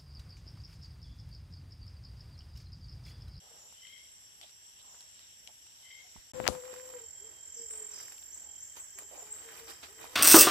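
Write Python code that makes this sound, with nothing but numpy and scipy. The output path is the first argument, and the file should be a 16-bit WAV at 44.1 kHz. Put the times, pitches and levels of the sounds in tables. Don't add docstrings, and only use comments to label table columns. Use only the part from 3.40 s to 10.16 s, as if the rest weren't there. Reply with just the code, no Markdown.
import sys
import numpy as np
from scipy import signal
from scipy.io import wavfile

SR = 44100
rng = np.random.default_rng(int(sys.argv[2]) if len(sys.argv) > 2 else 0)


def boost(x):
    u = np.asarray(x, float) / 20
    return 10 ** u


def int16_out(signal):
    q = np.round(np.clip(np.atleast_2d(signal).T, -1, 1) * 32767)
    wavfile.write(sys.argv[1], SR, q.astype(np.int16))


N = 297939

SPLICE_START_S, SPLICE_END_S = 2.9185, 2.9345

# frequency_hz, density_db_per_hz, second_scene_added_db
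AIR = [(25, -130, 10), (41, -107, -2), (62, -94, 5.5), (105.5, -101, 2.5), (200, -107, 0), (400, -110, 5.5),
       (800, -107, 3), (1200, -110, 1.5), (2590, -108, -9), (3670, -106, -14), (6560, -108, 11),
       (8000, -112, -12.5), (12240, -113, 11), (15500, -113, -1.5)]
# frequency_hz, correlation (-1 to 1)
LIKENESS = [(60, 0.42), (180, 0.21), (550, 0.56), (1650, -0.66), (4970, 0.36), (15000, -0.82)]
# frequency_hz, left_minus_right_db
PORTS = [(60, 0), (700, 2.5), (1300, -3), (2400, -1), (4400, 7), (8000, -1.5), (11000, -6), (15000, -10)]
# centre_hz, width_hz, first_scene_db, second_scene_db, left_minus_right_db
CHORUS = [
    (1850, 680, -74, -67.5, -5),
    (3100, 700, -74, -77, 20),
    (5650, 470, -60.5, -63, -0.5),
    (7553, 405, -57.5, -55, -1),
    (11270, 830, -85, -84, -38),
    (15300, 420, -112, -85, 14),
    (11343, 49, -87, -100, -12),
]
# time_s, pitch_hz, second_partial_db, third_partial_db
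CALL = [(0, 1012, -24, -4), (.03, 1025, -14, -3.5), (.07, 1034, 3, 1), (.12, 1055, 4.5, -0.5),
        (.17, 1064, 4.5, -1), (.25, 1068, -3, -8.5), (.33, 1060, -13, -15)]
# start_s, second_partial_db, third_partial_db, time_stretch (ratio)
CALLS_AT = [
    (0.368, -67, -60, 1.02),
    (2.405, -62.5, -62, 0.873),
]
# share_of_length (0-1), share_of_glide (0-1), level_db
BUZZ_SHAPE = [(0, 0.075, -11), (.35, 0.72, -10.5), (1, 0.84, -21.5)]
# share_of_length (0-1), share_of_glide (0-1), level_db
FLICK_SHAPE = [(0, 0.0079, -17), (.25, 0.0535, -14.5), (0.55, .4, -13), (.85, .95, -2), (1, 0.94, -4)]
# start_s, length_s, first_hz, last_hz, level_db
BUZZES = [
    (0.184, 0.19, 6800, 7400, -52.5),
    (1.453, 0.13, 7630, 6780, -50.5),
    (2.565, 0.27, 6410, 7160, -58),
    (4.132, 0.11, 7160, 4960, -45.5),
    (4.174, 0.07, 7300, 8020, -40),
    (4.301, 0.042, 8020, 8260, -33),
    (4.345, 0.065, 8340, 7900, -43.5),
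    (4.511, 0.11, 6220, 4720, -44),
    (4.555, 0.11, 6460, 5360, -47),
    (6.241, 0.17, 5900, 4970, -52),
]
# start_s, length_s, first_hz, last_hz, level_db
FLICKS = [
    (4.918, 0.033, 5780, 7750, -41),
    (5.195, 0.045, 6000, 7610, -43),
    (5.365, 0.046, 6170, 7880, -41.5),
    (5.554, 0.046, 6500, 7480, -43),
    (5.765, .035, 6750, 7360, -41.5),
    (5.905, 0.025, 7330, 7630, -34),
]
# time_s, level_db
CRICKET = [(2.94, -60), (3.3, -57.5), (3.47, -54), (3.88, -51.5), (3.96, -61), (4.05, -51.5), (4.2, -48),
           (4.45, -47.5), (4.75, -55), (5.15, -51.5), (5.4, -59), (5.7, -58), (6.05, -64), (6.2, -79),
           (6.32, -82), (6.45, -87), (6.76, -78)]
# start_s, length_s, level_db, pitch_hz
PHRASES = [(3.14, 0.06, -74, 3160), (3.24, 0.21, -74, 3150), (3.46, 0.26, -71, 3125),
           (3.72, 0.59, -71, 3180), (4.34, 0.16, -71, 3160), (4.51, 0.24, -72, 3145),
           (4.75, .09, -71, 3125), (4.83, .14, -77, 3125), (4.95, .12, -75, 3185), (5.05, 0.19, -70, 3180),
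           (5.26, 0.2, -70.5, 3160), (5.46, 0.31, -71.5, 3140), (5.8, .21, -73, 3125),
           (6.0, 0.22, -73, 3185), (6.29, 0.15, -71, 3180), (6.52, 0.24, -71.5, 3160)]
# start_s, length_s, first_hz, last_hz, level_db
COOS = [(.09, 0.069, 455, 467, -83), (2.935, 0.16, 511.6, 515, -50), (3.075, 0.142, 505.4, 508, -51.5),
        (3.2, 0.14, 499.7, 516.6, -52.5), (3.335, 0.11, 499, 512, -56), (3.42, 0.12, 503.5, 519, -58),
        (3.525, 0.086, 500.4, 472, -50.5), (3.578, 0.083, 460, 458, -58.5), (3.799, 0.063, 385, 440, -66),
        (3.837, .055, 438, 457, -59.5), (3.884, 0.067, 440, 417, -69), (4.16, 0.11, 471, 456, -56),
        (4.262, 0.034, 440, 440, -58.5), (4.297, 0.18, 438, 426, -56.5), (4.476, .15, 430.7, 422.4, -66.5),
        (5.549, 0.069, 379, 426, -68.5), (5.594, 0.069, 443, 400, -68.5), (5.816, 0.037, 400, 440, -61),
        (5.841, 0.14, 435, 426, -64), (6.025, .1, 461, 448, -61), (6.111, 0.043, 440, 433, -67),
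        (6.159, 0.18, 458.4, 456, -61.5), (6.481, 0.071, 376, 465, -63), (6.547, 0.16, 444, 446, -63.5),
        (6.645, 0.063, 447, 498, -61), (6.69, 0.1, 503, 505, -65)]
# share_of_length (0-1), share_of_glide (0-1), level_db
COO_SHAPE = [(0, 0, -3), (.35, .35, 0), (1, 1, -4)]
# time_s, left_minus_right_db, octave_db
DOVE_BEARING = [(0, 32, -6), (3.2, 18, -23), (3.9, 0, -12), (4.4, -2.5, -36), (5.6, 10.5, -15),
                (5.9, 7, -2), (6.1, 5, -18), (6.76, 4, -4)]
# start_s, length_s, centre_hz, width_octaves, level_db
SCUFFS = [(0.008, 0.48, 615, 0.99, -83), (1.007, 0.063, 696, 0.44, -78.5), (1.01, 0.061, 3230, 0.44, -73),
          (1.389, 0.04, 3500, 0.63, -76), (5.372, 0.11, 900, 1.2, -80), (6.078, 0.064, 1750, .3, -72),
          (2.078, 0.052, 735, 0.53, -79.5), (2.627, 0.059, 740, 0.12, -83), (4.19, 0.037, 246, 1.2, -78),
          (4.316, 0.12, 640, 1.1, -84), (4.99, 0.22, 800, 0.34, -84), (5.707, 0.16, 624, 0.8, -68.5),
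          (6.424, 0.061, 1290, 3.6, -65.5)]
# start_s, length_s, level_db, colour_octaves above the lowest crackle
STEPS = [(0, 0.35, -69, 2), (0.241, 0.72, -63, 3.27), (0.995, 0.16, -60, 3.6), (1.318, 0.49, -64.5, 1.43),
         (1.706, 0.29, -59.5, 3.38), (1.956, 0.26, -72.5, 0.83), (2.203, 0.98, -64, 3.56),
         (2.716, 0.15, -65.5, 2.57), (2.93, 0.44, -59, 0.73), (3.203, 0.35, -61.5, 2.5),
         (3.429, 0.29, -63.5, 1.8), (3.633, 0.88, -74, 1.1), (4.256, 0.34, -65.5, 2.1),
         (4.474, 0.39, -61, 4.2), (4.903, 0.27, -73, 1.4), (5.348, 0.085, -59, 3.2),
         (5.564, 0.11, -62, 1.7), (5.662, 0.31, -63, 2.6), (5.822, 0.7, -62, 2.6), (6.053, 0.29, -64, 6.2),
         (6.255, 0.14, -58.5, 3.8), (6.34, 0.41, -64, 3.6), (6.572, 0.16, -55.5, 2.5),
         (6.657, 0.37, -57, 3.4)]
# time_s, left_minus_right_db
LEAVES_PAN = [(0, 6), (2.9, -3), (3.16, -5), (3.4, -1.5), (4.6, -4), (5.5, -4), (6.76, -2.5)]
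# start_s, peak_db, left_minus_right_db, pitch_hz
FAR_SNAPS = [(0.47, -41, 6, 3570), (1.0135, -42, 16, 3260), (1.03, -45, -4, 2950), (1.094, -44, 0, 3900),
             (1.39, -52, 9, 3520), (1.545, -48.5, 0, 1370), (1.607, -39, -1, 4400), (1.793, -43, -8, 3560),
             (2.0748, -38, 16, 3100), (2.267, -45, 10, 3440), (2.763, -48.5, 22, 900)]
# start_s, peak_db, left_minus_right_db, pitch_hz
NEAR_SNAPS = [(3.151, -36.5, 14, 910), (3.237, -45, -4.5, 1250), (3.254, -43.5, -5, 1740),
              (3.279, -41, 2, 1015), (3.299, -41, 1, 1410), (3.3395, -35.5, -4, 1080), (3.33, -40, 0, 410),
              (3.3628, -39.5, -4, 1670), (3.398, -43, -16, 1760), (3.538, -42.5, -15, 1450),
              (4.309, -44, -7, 1620), (4.336, -45, -9, 1740), (4.577, -42, -4, 1757),
              (4.602, -39.5, -8, 1930), (4.825, -46, 12, 3100), (5.369, -39, -9, 940),
              (5.368, -42, -4, 4500), (5.986, -45, -3, 2070), (6.089, -40.5, -9, 1850),
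              (6.3055, -47, -13, 5100), (6.447, -48, 8, 3650), (6.642, -36, -9, 860)]
# start_s, peak_db, left_minus_right_db, pitch_hz
BRIGHT_SNAPS = [
    (0.325, -54, -22, 908),
    (3.49, -54.5, -34, 1090),
    (4.682, -41.5, -3, 1970),
    (4.722, -40, -3, 1920),
    (4.781, -45, 10, 3180),
    (5.587, -34, -11, 1730),
    (6.169, -64, -22, 2110),
    (6.735, -48, -4, 3100),
]
# start_s, crack_db, crack_hz, thump_db, thump_hz
KNOCKS = [(2.757, -60, 200, -65, 74.5), (3.001, -20.5, 1840, -12.5, 530), (3.008, -44, 1200, -32, 149),
          (3.0421, -22, 2000, -40, 500), (3.0547, -18.5, 1750, -25, 610), (3.0648, -28, 1810, -36, 715),
          (3.0679, -15, 2320, -12.5, 780), (3.071, -25, 2210, -43, 600), (3.0779, 6.5, 5300, -2, 1380),
          (3.0867, -13, 5000, -6.5, 560), (3.099, -55, 3000, -22, 200), (3.098, -60, 300, -27, 69),
          (2.774, -80, 300, -65, 52), (3.122, -45, 900, -27, 450), (3.134, -41, 900, -45, 500),
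          (3.016, -60, 900, -36, 180)]
# time_s, level_db
RUB = [(2.935, -46), (3.0, -45), (3.06, -42), (3.088, -36), (3.11, -43), (3.16, -48.5), (3.25, -94)]
# time_s, level_db
SCRAPE = [(3.062, -44), (3.067, -18), (3.076, -31.5), (3.084, -37)]


def rms_one(x):
    return x / np.sqrt(np.mean(x ** 2) + 1e-20)


def in_time(rows, quiet=None):
    s, *columns = np.transpose(rows)
    return [np.interp(np.arange(N) / SR, s, c, quiet, quiet) for c in columns]


def at_hz(points, hz, column=1):
    return np.interp(np.log(hz), np.log(np.array(points)[:, 0]), np.array(points)[:, column])


def band(x, low_hz, high_hz, order=2):
    return signal.sosfilt(signal.butter(order, [low_hz, min(high_hz, .45 * SR)], "band", fs=SR, output="sos"), x)


def drift(rate_hz):
    r = np.exp(-80 * np.pi * rate_hz / SR)
    slow = signal.lfilter([1], [1, -2 * r, r * r], rng.standard_normal(N // 40 + 2002))[2000:]
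    return np.interp(np.arange(N) / 40, np.arange(len(slow)), rms_one(slow))


def pan(x, db):
    return np.array([x * boost(db / 2), x * boost(-db / 2)])


def ring(clicks, hz, t60_s):
    r, w = boost(-60 / (t60_s * SR)), 2 * np.pi * hz / SR
    return signal.lfilter([0, np.sin(w)], [1, -2 * r * np.cos(w), r * r], clicks + 1e-18)


def shaped(shape, s, length_s, first_hz, last_hz, db):
    glide_hz = last_hz - first_hz
    return [(s + along * length_s, first_hz + glide * glide_hz, db + more_db) for along, glide, more_db in shape]


def note(rows, fade_s):
    s, *columns = np.transpose(rows)
    span = np.arange(int(s[0] * SR), min(int(s[-1] * SR), N))
    hz, *columns = [np.interp(span / SR, s, c) for c in columns]
    window = np.clip(np.minimum(span / SR - s[0], s[-1] - span / SR) / fade_s, 0, 1)
    return span, 2 * np.pi * np.cumsum(hz) / SR, np.sqrt(2) * window, columns


def forest(x, t60_s):
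    t = np.arange(int(t60_s * SR)) / SR
    echo = rng.standard_normal((2, len(t))) * boost(-60 * t / t60_s) * np.minimum(t / 0.0056, 1)
    return signal.fftconvolve(x[None], echo / np.sqrt(np.sum(echo ** 2) / 2), axes=1)[:, :N]


def burst(hz, cycles, soft):
    turns = np.arange(int(SR * .1)) * hz / SR
    return np.sin(2 * np.pi * turns) * boost(-60 * turns / cycles) * np.minimum(turns / soft, 1) * 1.53


def add(out, s, x):
    i = round(s * SR)
    out[:, i:i + x.shape[1]] += x[:, :N - i]


def air(second, patchy_db):
    out = 0
    edges = 22 * 2 ** np.arange(0, 10, .5)
    white = rng.standard_normal((2, 2, N)) * np.sqrt(SR / 2)
    for k, (low, high) in enumerate(zip(edges, edges[1:])):
        mid, side = band(white[k % 2], low, high)
        hz = np.sqrt(low * high)
        alike = np.clip(at_hz(LIKENESS, hz), -1, 1)
        level_db = at_hz(AIR, hz) + at_hz(AIR, hz, column=2) * second + patchy_db * drift(1.46)
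        gain = pan(boost(level_db), at_hz(PORTS, hz))
        out = out + gain * (np.sqrt(1 + alike) * mid + np.sqrt(1 - alike) * side * [[1], [-1]])
    return out


def chorus(second, shimmer_db, swell_db):
    out = 0
    for hz, width_hz, first_db, second_db, pan_db in CHORUS:
        hiss = rms_one(band(rng.standard_normal((2, N)), hz - width_hz / 2, hz + width_hz / 2))
        level_db = np.where(second, second_db, first_db) + shimmer_db * drift(37) + swell_db * drift(5.8)
        out = out + hiss * pan(boost(level_db - 1.5), pan_db)
    return out


def far_caller():
    call, waver = np.zeros(N), drift(53)
    flutter = boost(3.5 * np.roll(waver, 5000))
    for s, second_db, third_db, stretch in CALLS_AT:
        rows = np.add(np.multiply(CALL, [stretch, 1, 1, 1]), [s, 0, second_db, third_db])
        span, phase, window, (second_db, third_db) = note(rows, 0.01)
        phase = phase + 0.57 * waver[span]
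        partials = boost(second_db) * np.sin(2 * phase) + boost(third_db) * np.sin(3 * phase)
        call[span] = window * flutter[span] * partials
    return (boost(-6) * forest(call, 0.5) + boost(-1.5) * call) * boost([[3.5], [-3.5]])


def songbirds(dry_db, octave_db, warble_hz):
    song, waver = np.zeros(N), drift(53)
    notes = [(BUZZ_SHAPE, 0.13, row) for row in BUZZES] + [(FLICK_SHAPE, 0.0091, row) for row in FLICKS]
    for shape, share, row in notes:
        depth_hz = 60 + share * abs(row[3] - row[2])
        span, phase, window, (level_db,) = note(shaped(shape, *row), 0.00025)
        phase = phase + depth_hz / warble_hz * np.sin(2 * np.pi * warble_hz * span / SR + waver[span])
        song[span] += window * boost(level_db + 4.5) * (np.sin(phase) + boost(octave_db) * np.sin(2 * phase))
    direct = np.array([song, 0.84 * np.roll(song, -2)])
    return boost(dry_db) * direct + boost(-2.5) * forest(song, 0.62)


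def whistling_cricket(wet_db):
    x, flutter_db, waver = np.zeros(N), 2.5 * drift(21.5), 0.55 * drift(22)
    for s, length_s, db, hz in PHRASES:
        sag_hz = 100 * length_s / 2
        span, phase, window, _ = note([(s, hz + sag_hz), (s + length_s, hz - sag_hz)], 0.034)
        x[span] += window * boost(db + flutter_db[span]) * np.sin(phase + waver[span])
    return pan(x, 2.5) + boost(wet_db) * forest(x, .25)


def pulsing_cricket(second):
    song_hz, pulse_hz, pulse_s, duty = 7366, 43.41, 4.0115, .57
    level_db, = in_time(CRICKET)
    t = np.arange(N) / SR
    count, beat = np.divmod((t - pulse_s) * pulse_hz + 200.5, 1)
    start, force = rng.standard_normal((2, 400))
    start, force = np.cumsum(start)[count.astype(int)], force[count.astype(int)]
    stroke = np.clip((duty / 2 - np.abs(beat - .5)) / .06, 0, 1) * boost(1 - 11 * np.abs(beat - .4))
    stroke = stroke * (1 + .15 * np.sin(2 * np.pi * 255 * t))
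    phase = 2 * np.pi * np.cumsum(song_hz - 100 * (beat - .5)) / SR + 2.5 * start
    x = second * boost(level_db + 8) * boost(.8 * force) * stroke
    direct = pan(x, -6) * np.sin(phase + np.array([[0], [1.7]]))
    return direct + boost(-20) * forest(x * np.sin(phase), .15)


def dove(wet_db, lag_rad):
    dry, waver, flutter_db = np.zeros((2, N)), .3 * drift(12), 2.3 * drift(22)
    pan_db, octave_db = in_time(DOVE_BEARING)
    for row in COOS:
        span, phase, window, (level_db,) = note(shaped(COO_SHAPE, *row), 0.012)
        phase = phase + waver[span] + np.array([[0], [lag_rad]])
        tone = np.sin(phase) + boost(octave_db[span]) * np.sin(2 * phase)
        dry[:, span] += pan(window * boost(level_db - 0.5 + flutter_db[span]), pan_db[span]) * tone
    return dry + boost(wet_db) * forest(dry[0], 0.14)


def scuffs(grit_db):
    out, grit, white = np.zeros((2, N)), boost(grit_db * drift(47)), rng.standard_normal((2, N))
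    for s, length_s, hz, octaves, db in SCUFFS:
        span = np.arange(int(s * SR), int((s + length_s) * SR))
        shape = np.sin(np.pi * np.linspace(0, 1, len(span)) ** 0.54) * grit[span]
        rasp = rms_one(band(white[:, span], hz * 2 ** (-octaves / 2), hz * 2 ** (octaves / 2)))
        add(out, s, rasp * pan(boost(db + 15) * shape, -4))
    return out


def leaves(per_s, spread_db, cycles, clump_db):
    s, length_s, db, colour = np.transpose(STEPS)
    pan_db, = in_time(LEAVES_PAN)
    along = np.clip((np.arange(N) / SR - s[:, None]) / length_s[:, None], 0, 1)
    press = np.sin(np.pi * along ** 0.7) ** 2
    slope = np.where(s < SPLICE_START_S, 18, 1.5)
    born = rng.random((2, N)) < per_s * boost(clump_db * drift(25)) / SR
    sizes = boost(spread_db * np.minimum(rng.exponential(1, (2, N)), 5)) * rng.choice([-1, 1], (2, N)) * born
    pitches, dealt, out = np.geomspace(330, 14300, 18), rng.integers(0, 18, (2, N)), 0
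    for k, hz in enumerate(pitches):
        above = np.log2(hz / pitches[0]) - colour
        level = boost(db - 4.5 - slope * np.abs(above) + 0.5 * np.minimum(above, 0)) @ press
        grains = rms_one(ring(sizes * (dealt == k), hz, cycles / hz + 0.003))
        out = out + grains * pan(level, pan_db + at_hz(PORTS, hz))
    return out


def snaps(wet_db, tail_s):
    kinds = ((FAR_SNAPS, -30), (NEAR_SNAPS, -4), (BRIGHT_SNAPS, 8.5))
    twigs = [(*row, bright_db) for rows, bright_db in kinds for row in rows]
    out, crackle = np.zeros((2, N)), rng.standard_normal((len(twigs), 2, int(SR * .1)))
    fall = boost(-60 * np.arange(crackle.shape[2]) / SR / 0.017)
    for (s, db, pan_db, hz, bright_db), noise in zip(twigs, crackle):
        tick = 0.6 * burst(hz, 8.2, 0.33) + 0.8 * band(noise * fall, hz * 0.63, hz * 1.55, order=1)
        tick = tick + boost(bright_db - 12) * band(noise * fall, 4300, 13500, order=1)
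        add(out, s, pan(boost(db), pan_db)[:, None] * tick)
    return out + boost(wet_db) * forest(out.mean(axis=0), tail_s)


def mesh():
    out = np.zeros((2, N))
    add(out, KNOCKS[8][0], -burst(14800, 12, 2.5) * boost([[-9], [-35]]))
    return out


def knocks():
    slip_s, slip_db, slip_t60_s = 3.0862, -40, 0.23
    out = np.zeros((2, N))
    for s, crack_db, crack_hz, thump_db, thump_hz in KNOCKS:
        shield_db = 54 + 1.2067 * max(crack_db, thump_db)
        blow = -boost(thump_db) * burst(thump_hz, 2.9, 0.37) + boost(crack_db) * burst(crack_hz, 4, 0.4)
        sign = (-1) ** round(s * SR)
        add(out, s, blow * boost([[0], [-shield_db]]) * [[1], [sign]])
    rumble_db, = in_time(RUB, quiet=-150)
    scrape_db, = in_time(SCRAPE, quiet=-150)
    since = np.arange(N) / SR - slip_s
    rub_db = np.where(since < 0, -150, slip_db - 60 * since / slip_t60_s)
    scrape = band(rng.standard_normal(N), 1100, 2900) * boost(scrape_db) * boost([[0], [-20]])
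    white = rng.standard_normal((2, N))
    rumble = rms_one(band(white, 40, 470, order=1)) * boost(rumble_db + 0.77 * drift(77)) * boost([[0], [-13]])
    rub = rms_one(band(white, 1460, 10800, order=3)) * boost(rub_db + drift(83)) * boost([[0], [-16]])
    return band(out + rumble + rub + scrape, 35, 19000)


def low_pass(x, stop_hz):
    return signal.sosfilt(signal.cheby2(14, 60, stop_hz, fs=SR, output="sos"), x)


def scene():
    second = np.arange(N) / SR > SPLICE_START_S
    around = air(second, patchy_db=1.5) + chorus(second, shimmer_db=1, swell_db=0.96)
    around += far_caller() + songbirds(dry_db=-3, octave_db=-20, warble_hz=110.5)
    around += whistling_cricket(wet_db=-7) + pulsing_cricket(second) + dove(wet_db=-6, lag_rad=.75)
    around += scuffs(grit_db=2.5) + leaves(per_s=3500, spread_db=1.6, cycles=16, clump_db=3.5)
    around += snaps(wet_db=-8, tail_s=0.16) + knocks()
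    return low_pass(around, 16100) + mesh()


def roll_off(x):
    return signal.sosfilt(signal.butter(12, 17020, fs=SR, output="sos"), x)


def record(dry):
    t = np.arange(N) / SR
    gate = np.clip(np.maximum(SPLICE_START_S - t, t - SPLICE_END_S) / 0.00073, 0, 1)
    rounded = .95 * np.tanh(dry * gate / .95)
    return roll_off(low_pass(rounded, 17150))


dry = scene()
out = record(dry)
int16_out(out)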